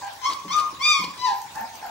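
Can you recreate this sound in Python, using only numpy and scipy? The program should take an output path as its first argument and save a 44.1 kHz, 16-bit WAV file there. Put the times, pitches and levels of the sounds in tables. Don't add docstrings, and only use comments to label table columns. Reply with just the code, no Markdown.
import sys
import numpy as np
from scipy import signal
from scipy.fft import rfft, irfft
from scipy.io import wavfile
from scipy.ndimage import uniform_filter1d

SR = 44100
rng = np.random.default_rng(int(sys.argv[2]) if len(sys.argv) > 2 else 0)


def convert_level_to_amplitude(level_db):
    exponent = np.asarray(level_db, float) / 20
    return 10 ** exponent


def wav_record(signal):
    frames = np.transpose(np.atleast_2d(signal))
    bounded = np.clip(frames, -1, 1)
    quanta = np.round(bounded * 32767).astype(np.int16)
    wavfile.write(sys.argv[1], SR, quanta)


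N = 83790

# [t/s, f/Hz, level/dB, mouth opening/0-1]
CRY_1 = [
    (.213, 1036, -43, 0.9),
    (0.229, 1025, -33, 0.63),
    (0.246, 1033, -24, 0.73),
    (0.269, 1121, -27, 0.91),
    (0.289, 1120, -27, 0),
    (0.308, 1143, -35.5, 0.03),
    (0.334, 1155, -41, 0.3),
    (.35, 1017, -33.5, .1),
]
CRY_2 = [
    (.478, 1041, -37, 0.68),
    (0.499, 1040, -32, 0.77),
    (.536, 1233, -25, 1.0),
    (0.56, 1222, -24.5, 0.27),
    (.585, 1215, -28, 0.47),
    (0.607, 1123, -33, 0.3),
    (.64, 1057, -31, 0.076),
]
YELP_3 = [
    (.787, 1056, -47, 0.23),
    (0.804, 1047, -31.5, 0.5),
    (.828, 1161, -27, 0.83),
    (.852, 1209, -18.5, 0.96),
    (0.906, 1220, -15.5, 0.8),
    (.925, 1166, -26, 0.84),
    (0.944, 1118, -24, 0.68),
    (0.987, 1090, -32, 0.72),
    (1.02, 1009, -34, 0.32),
]
CRY_4 = [
    (1.178, 1004, -46.5, 0.84),
    (1.199, 990, -38.5, 1.34),
    (1.225, 1012, -34, 0.88),
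    (1.25, 1001, -30, 0.97),
    (1.27, 926, -26.5, 0.85),
    (1.289, 839.3, -29, 0.7),
    (1.308, 798.8, -35, .3),
    (1.335, 815, -34, 0.05),
]
CRY_PANS_DB = [6.5, 5.4, 3.6, 7.6]
CRY_ROUGHNESS = [0.099, 0.11, 0.031, 0.047]
# [t/s, f/Hz, level/dB]
FAR_WHIMPERS = [
    [(.01, 1040, -43), (.017, 985, -37.5), (.026, 799, -33.5), (.045, 775, -45), (.065, 824, -42),
     (.082, 780, -43)],
    [(1.551, 764, -38), (1.568, 891.3, -32.5), (1.59, 901.7, -32.5), (1.6, 824.5, -35), (1.612, 704, -37.5),
     (1.622, 670, -53)],
    [(1.825, 787, -31), (1.838, 890, -38.5), (1.848, 791, -38), (1.857, 705, -37), (1.87, 670, -46)],
]

# [f/Hz, level/dB]
THROAT_SHUT = [(800, 1), (1200, -4), (2200, -21), (4000, -32), (12000, -35.5)]
# [f/Hz, level/dB]
THROAT_OPEN = [(1100, -3.5), (2200, 0), (3500, 2.5), (4500, 8), (5800, 10.5), (7000, -7.5), (12000, -39)]
# [f/Hz, level/dB]
THROAT_WIDE = [(1200, -25), (2430, -9.5), (3600, -6), (4860, -1), (6000, -5), (7300, -27), (9700, -30.5),
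               (11000, -41)]
# [f/Hz, level/dB]
THROAT_NASAL = [(1000, -8.5), (2000, -10.5), (3000, -8.5), (4000, 2.5), (5000, 2.5), (6000, -1.5),
                (9000, -32), (12000, -35)]
# [f/Hz, level/dB]
THROAT_FAR = [(800, -0.5), (1700, -0.5), (2600, -10), (6000, -25), (12000, -58)]
# [f/Hz, width/Hz, level/dB]
PEAKS_OPEN = [(3340, 81, 9.2), (5630, 250, 6.4), (6270, 210, 7.6)]
# [f/Hz, width/Hz, level/dB]
PEAKS_ROUND = [(3600, 210, 7.5), (6000, 220, 6.6)]
# [f/Hz, width/Hz, level/dB]
PEAKS_WIDE = [(2460, 146, 11), (3560, 205, 6.5), (5090, 290, 10.5), (7330, 300, 12), (9770, 260, 7)]
# [f/Hz, width/Hz, level/dB]
PEAKS_NASAL = [(4110, 160, 3.37)]

# [t/s, length/s, level/dB, tilt/dB per octave]
PAW_SCUFFS = [
    (0.29, 0.051, -35, 1.5),
    (0.579, 0.038, -37.5, 1.5),
    (0.719, 0.033, -48.5, -6),
    (0.847, 0.023, -37, 4),
    (1.037, 0.015, -31, 1),
    (1.263, 0.09, -41.5, 2.5),
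]
# [f/Hz, level/dB]
GRIT_SPECTRUM = [(100, -20.5), (300, 0), (1500, -14), (4600, -2.5), (7000, -18), (15000, -37)]
# [t/s, level/dB, treble/dB per octave]
FLOOR_THUMPS = [
    (.445, -39.5, -4.5),
    (.655, -62, 3),
    (.99, -37.5, -9),
    (1.07, -43.5, -5),
]
# [f/Hz, level/dB, t60/s]
BOARD_MODES = [(179.3, -0.5, 0.45), (217, 1, 0.25), (245, -2.5, 0.17), (300, 7.5, 0.12),
               (408.4, 9.5, 0.091), (563, 2, 0.16)]
# (t/s, length/s, level/dB, first f/Hz, last f/Hz)
LOW_GLIDE = (1.6, 0.06, -43, 195, 249)
# [t/s, peak level/dB, f/Hz]
LIP_CLICKS = [(0.0667, -40.5, 7000), (0.128, -43.5, 8250), (0.1344, -40, 8140), (0.3348, -33, 4700),
              (0.5084, -38, 5920), (0.48, -38, 1500), (0.5656, -30.5, 7950), (0.587, -28, 3500),
              (0.598, -28, 5070), (1.1605, -43, 6000), (1.177, -34, 4000), (1.5174, -49, 9240),
              (1.665, -51, 4200), (1.4174, -35, 7460), (1.5561, -36, 7000), (1.7534, -37, 6260)]
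# [t/s, length/s, level/dB, first f/Hz, last f/Hz]
NOSE_WHISTLES = [
    (1.33, 0.13, -49.5, 13700, 14200),
    (1.496, 0.17, -56, 14000, 15260),
    (1.74, .07, -51, 13800, 13800),
    (1.007, 0.017, -43, 12000, 11200),
    (1.606, 0.013, -40.5, 12300, 11650),
    (1.858, 0.014, -43, 12100, 11700),
]

# [f/Hz, level/dB]
HISS_SPECTRUM = [(15, -47), (25, -23), (88, -7.5), (492, -14), (963, -4.5), (1190, -10.5), (6140, -13),
                 (14100, -30.5), (15300, -30)]
# [f/Hz, level/dB]
LOW_HUMS = [(69, -70), (100, -61.5)]
# [f/Hz, likeness/0-1]
HISS_LIKENESS = [(60, 1), (180, 0.8), (550, 0.36), (1650, 0.14), (4970, 0.062), (15000, 0.86)]
# [f/Hz, phase/rad]
PORT_PHASE = [(30, 0.011), (1500, 0.16), (3300, 1.4), (4300, 0.84), (4900, 2.22), (5500, 5.66), (6400, 5.1),
              (10200, 5.2)]
# [f/Hz, level/dB]
WALL_RETURN = [(200, -3.5), (1000, 2), (2500, -2.5), (6000, -2.5), (12000, 8.5)]
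# [f/Hz, t60/s]
ROOM_T60 = [(200, 0.89), (1000, 0.5), (2500, 0.44), (6000, 0.42), (12000, 0.13)]
# [f/Hz, level/dB, t60/s]
STANDING_WAVES = [(1004, -1.5, 0.33), (908, -12.5, 0.56), (1107, -22, 0.6), (1222, -14.5, 0.38),
                  (826, -10, 0.37), (757, -11, 0.37)]

JITTER, EDGE_S, BREATH_DB = 0.0048, 0.0037, -24
WHIMPER_ROUGHNESS, WHIMPER_WET_DB, SMALL_WET = 0.17, 1.5, 0.36
CLICK_DB, CLICK_WIDTH_HZ, CLICK_DECAY_S = -1.5, 3800, 0.0034
HISS_DB, WHINE_HZ, WHINE_DB, HISS_LOW_CUT_HZ = -43.5, 15625, -61.5, 46
ROOM_DB, EAR_LIKENESS, EARLY_DB, EARLY_S = 0.37, 0.5, 2.5, 0.031
BUILD_S, STANDING_BUILD_S = 0.021, 0.053


def read(points, hz):
    f, value = np.transpose(points)
    return np.interp(np.log(hz + 1), np.log(f + 1), value)


def evened(x):
    return x / np.sqrt(np.mean(x ** 2) + 1e-20)


def add(mix, start_s, sound):
    part = mix[..., max(round(start_s * SR), 0):][..., :sound.shape[-1]]
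    part += sound[..., :part.shape[-1]]


def coloured(x, gain):
    return irfft(rfft(x) * gain(np.fft.rfftfreq(x.shape[-1], 1 / SR)), x.shape[-1])


def hiss():
    frames, hz = N // 128 + 5, np.fft.rfftfreq(512, 1 / SR)
    a, b, c, d, patches = rng.standard_normal((frames, 257, 5)).T
    patches = uniform_filter1d(patches, size=8, axis=0)
    patches = evened(uniform_filter1d(patches, size=14, axis=1))
    flicker = evened(uniform_filter1d(rng.standard_normal(frames), size=3))
    same = read(HISS_LIKENESS, hz)[:, None]
    left = a + 1j * b
    right = same * left + np.sqrt(1 - same ** 2) * (c + 1j * d)
    level_db = read(HISS_SPECTRUM, hz)[:, None] + 3.4 * patches + 1.7 * flicker * (hz[:, None] / 16000)
    spectrum = np.array([left, right]) * convert_level_to_amplitude(level_db)
    noise = signal.istft(spectrum, nperseg=512, noverlap=384)[1][:, :N]
    t = np.arange(N) / SR
    hums = sum(convert_level_to_amplitude(db) * np.sin(2 * np.pi * f * t) for f, db in [*LOW_HUMS, (WHINE_HZ, WHINE_DB)])
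    return convert_level_to_amplitude(HISS_DB) * evened(noise) + hums


def voice(hz, level_db, mouth, rough, throat, peaks=()):
    n = len(hz)
    jitter = evened(uniform_filter1d(rng.standard_normal(n), size=150))
    turns = np.cumsum(hz * (1 + JITTER * jitter)) / SR
    flutter = uniform_filter1d(rng.standard_normal((11, 2, n)), size=120, axis=2) * np.sqrt(120)
    tone, power = np.zeros(n), 0
    for k in range(1, 12):
        gain_db = (1.5 - mouth) * read(THROAT_SHUT, k * hz) + mouth * read(throat, k * hz)
        for f, width_hz, db in peaks:
            gain_db = gain_db + db / (1 + ((k * hz - f) / width_hz) ** 2)
        gain = convert_level_to_amplitude(gain_db)
        share = np.clip(rough * k ** 0.48, 0, 1)
        smear = 1 - share + share * (flutter[k - 1, 0] + 1j * flutter[k - 1, 1])
        tone = tone + gain * (smear * np.exp(2j * np.pi * k * turns)).real
        power = power + gain ** 2 / 2
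    breath = evened(coloured(rng.standard_normal(n),
                             lambda f: convert_level_to_amplitude(read(throat, f)) * f ** 2 / (f ** 2 + 1500 ** 2)))
    t = np.arange(n) / SR
    fade = np.clip(np.minimum(t, t[-1] - t) / EDGE_S, 0, 1)
    return convert_level_to_amplitude(level_db) * (tone / np.sqrt(power) + convert_level_to_amplitude(BREATH_DB) * mouth * breath) * fade


def whimpers():
    out = np.zeros(N)
    for rows in FAR_WHIMPERS:
        s, hz, db = np.transpose(rows)
        t = np.arange(s[0], s[-1], 1 / SR)
        note = voice(np.interp(t, s, hz), np.interp(t, s, db), 1.0, WHIMPER_ROUGHNESS, THROAT_FAR)
        add(out, s[0], note)
    return out


def lip_clicks():
    out, t = np.zeros(N), np.arange(1024) / SR
    for s, db, hz in LIP_CLICKS:
        puff = coloured(rng.standard_normal(1024), lambda f: 1 / (1 + ((f - hz) / CLICK_WIDTH_HZ) ** 2))
        add(out, s, convert_level_to_amplitude(db + CLICK_DB) * evened(puff) * np.exp(-t / CLICK_DECAY_S))
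    return out


def cries():
    out = np.zeros((2, N))
    calls = (CRY_1, CRY_2, YELP_3, CRY_4)
    throats = (THROAT_OPEN, THROAT_OPEN, THROAT_WIDE, THROAT_NASAL)
    resonances = (PEAKS_OPEN, PEAKS_ROUND, PEAKS_WIDE, PEAKS_NASAL)
    for rows, throat, peaks, rough, pan_db in zip(calls, throats, resonances, CRY_ROUGHNESS, CRY_PANS_DB):
        s, *controls = np.transpose(rows)
        t = np.arange(s[0], s[-1], 1 / SR)
        hz, level_db, mouth = (np.interp(t, s, c) for c in controls)
        cry = voice(hz, level_db, mouth, rough, throat, peaks)
        add(out, s[0], cry * convert_level_to_amplitude(np.array([[pan_db / 2], [-pan_db / 2]])))
    return out


def scuffs():
    out = np.zeros(N)
    for s, length_s, db, tilt_db in PAW_SCUFFS:
        u = np.linspace(0, 1, round(length_s * SR))
        grit = rng.standard_normal(4096) * convert_level_to_amplitude(2.66 * rng.exponential(1, 4096))
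        grit = evened(coloured(
            grit, lambda f: convert_level_to_amplitude(read(GRIT_SPECTRUM, f) + tilt_db * np.log2(f / 1000 + 0.12))))
        add(out, s, convert_level_to_amplitude(db) * grit[:len(u)] * np.sin(np.pi * u ** 0.69) ** 0.21)
    return out


def floor_board():
    out, t = np.zeros(N), np.arange(SR // 2) / SR
    for s, db, treble_db in FLOOR_THUMPS:
        ring = np.zeros(len(t))
        for hz, mode_db, t60_s in BOARD_MODES:
            decay_db = mode_db + treble_db * np.log2(hz / 200) - 60 * t / t60_s
            ring += convert_level_to_amplitude(decay_db) * np.sin(2 * np.pi * hz * t)
        add(out, s, convert_level_to_amplitude(db) * ring * np.minimum(t / 0.011, 1))
    s, length_s, db, first_hz, last_hz = LOW_GLIDE
    u = np.linspace(0, 1, round(length_s * SR))
    turns = np.cumsum(first_hz + (last_hz - first_hz) * u) / SR
    add(out, s, convert_level_to_amplitude(db) * np.sin(np.pi * u) * np.sin(2 * np.pi * turns))
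    return out


def nose_whistles():
    out = np.zeros(N)
    for s, length_s, db, first_hz, last_hz in NOSE_WHISTLES:
        u = np.linspace(0, 1, round(length_s * SR))
        waver_hz = 120 * evened(uniform_filter1d(rng.standard_normal(8192), size=100))[:len(u)]
        hz = first_hz + (last_hz - first_hz) * np.sin(1.6 * u) + waver_hz
        add(out, s, convert_level_to_amplitude(db) * np.sin(np.pi * u ** 0.86) * np.sin(2 * np.pi * np.cumsum(hz) / SR))
    return out


def room(x):
    taps = np.zeros((2, SR))
    at = np.arange(200, SR - 20, 20) + rng.integers(0, 20, (2, (SR - 201) // 20))
    np.put_along_axis(taps, at, rng.choice([-1., 1.], at.shape), 1)
    taps[1] = EAR_LIKENESS * taps[0] + np.sqrt(1 - EAR_LIKENESS ** 2) * taps[1]
    t = np.arange(SR) / SR
    taps = taps * (1 + convert_level_to_amplitude(EARLY_DB) * np.exp(-t / EARLY_S) - np.exp(-t / BUILD_S))
    hz, frame_s, z = signal.stft(taps, SR, nperseg=256)
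    z = z * convert_level_to_amplitude(-60 * frame_s / read(ROOM_T60, hz)[:, None])
    tail = signal.istft(z, SR, nperseg=256)[1]
    tail = tail / np.linalg.norm(tail[0])
    t = np.arange(tail.shape[1]) / SR
    phases = 2 * np.pi * rng.random((len(STANDING_WAVES), 2, 1)) * np.array([[1], [0]])
    for (f, db, t60_s), phase in zip(STANDING_WAVES, phases):
        swell = convert_level_to_amplitude(-60 * t / t60_s) * (1 - np.exp(-t / STANDING_BUILD_S))
        ring = swell * np.sin(2 * np.pi * f * t + 0.21 * phase)
        tail = tail + convert_level_to_amplitude(db - 16.5) * ring / np.linalg.norm(ring[0])
    x = coloured(x, lambda f: convert_level_to_amplitude(read(WALL_RETURN, f)))
    return convert_level_to_amplitude(ROOM_DB) * signal.fftconvolve(x[None], tail, axes=1)[:, :N]


def scene():
    floor = coloured(hiss(), lambda f: 1 / (1 + (HISS_LOW_CUT_HZ / (f + 1)) ** 2))
    far, near = whimpers(), cries()
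    small = lip_clicks() + scuffs() + floor_board() + nose_whistles()
    heard = near + far + small + room(near.mean(0) + convert_level_to_amplitude(WHIMPER_WET_DB) * far + SMALL_WET * small)
    turn = np.array([[.5j], [-.5j]])
    return coloured(heard, lambda f: np.exp(turn * read(PORT_PHASE, f))) + floor


def band_limit(x):
    return signal.sosfilt(signal.butter(12, 15940, fs=SR, output="sos"), x)


def record(dry):
    return band_limit(dry)


dry = scene()
out = record(dry)
wav_record(out)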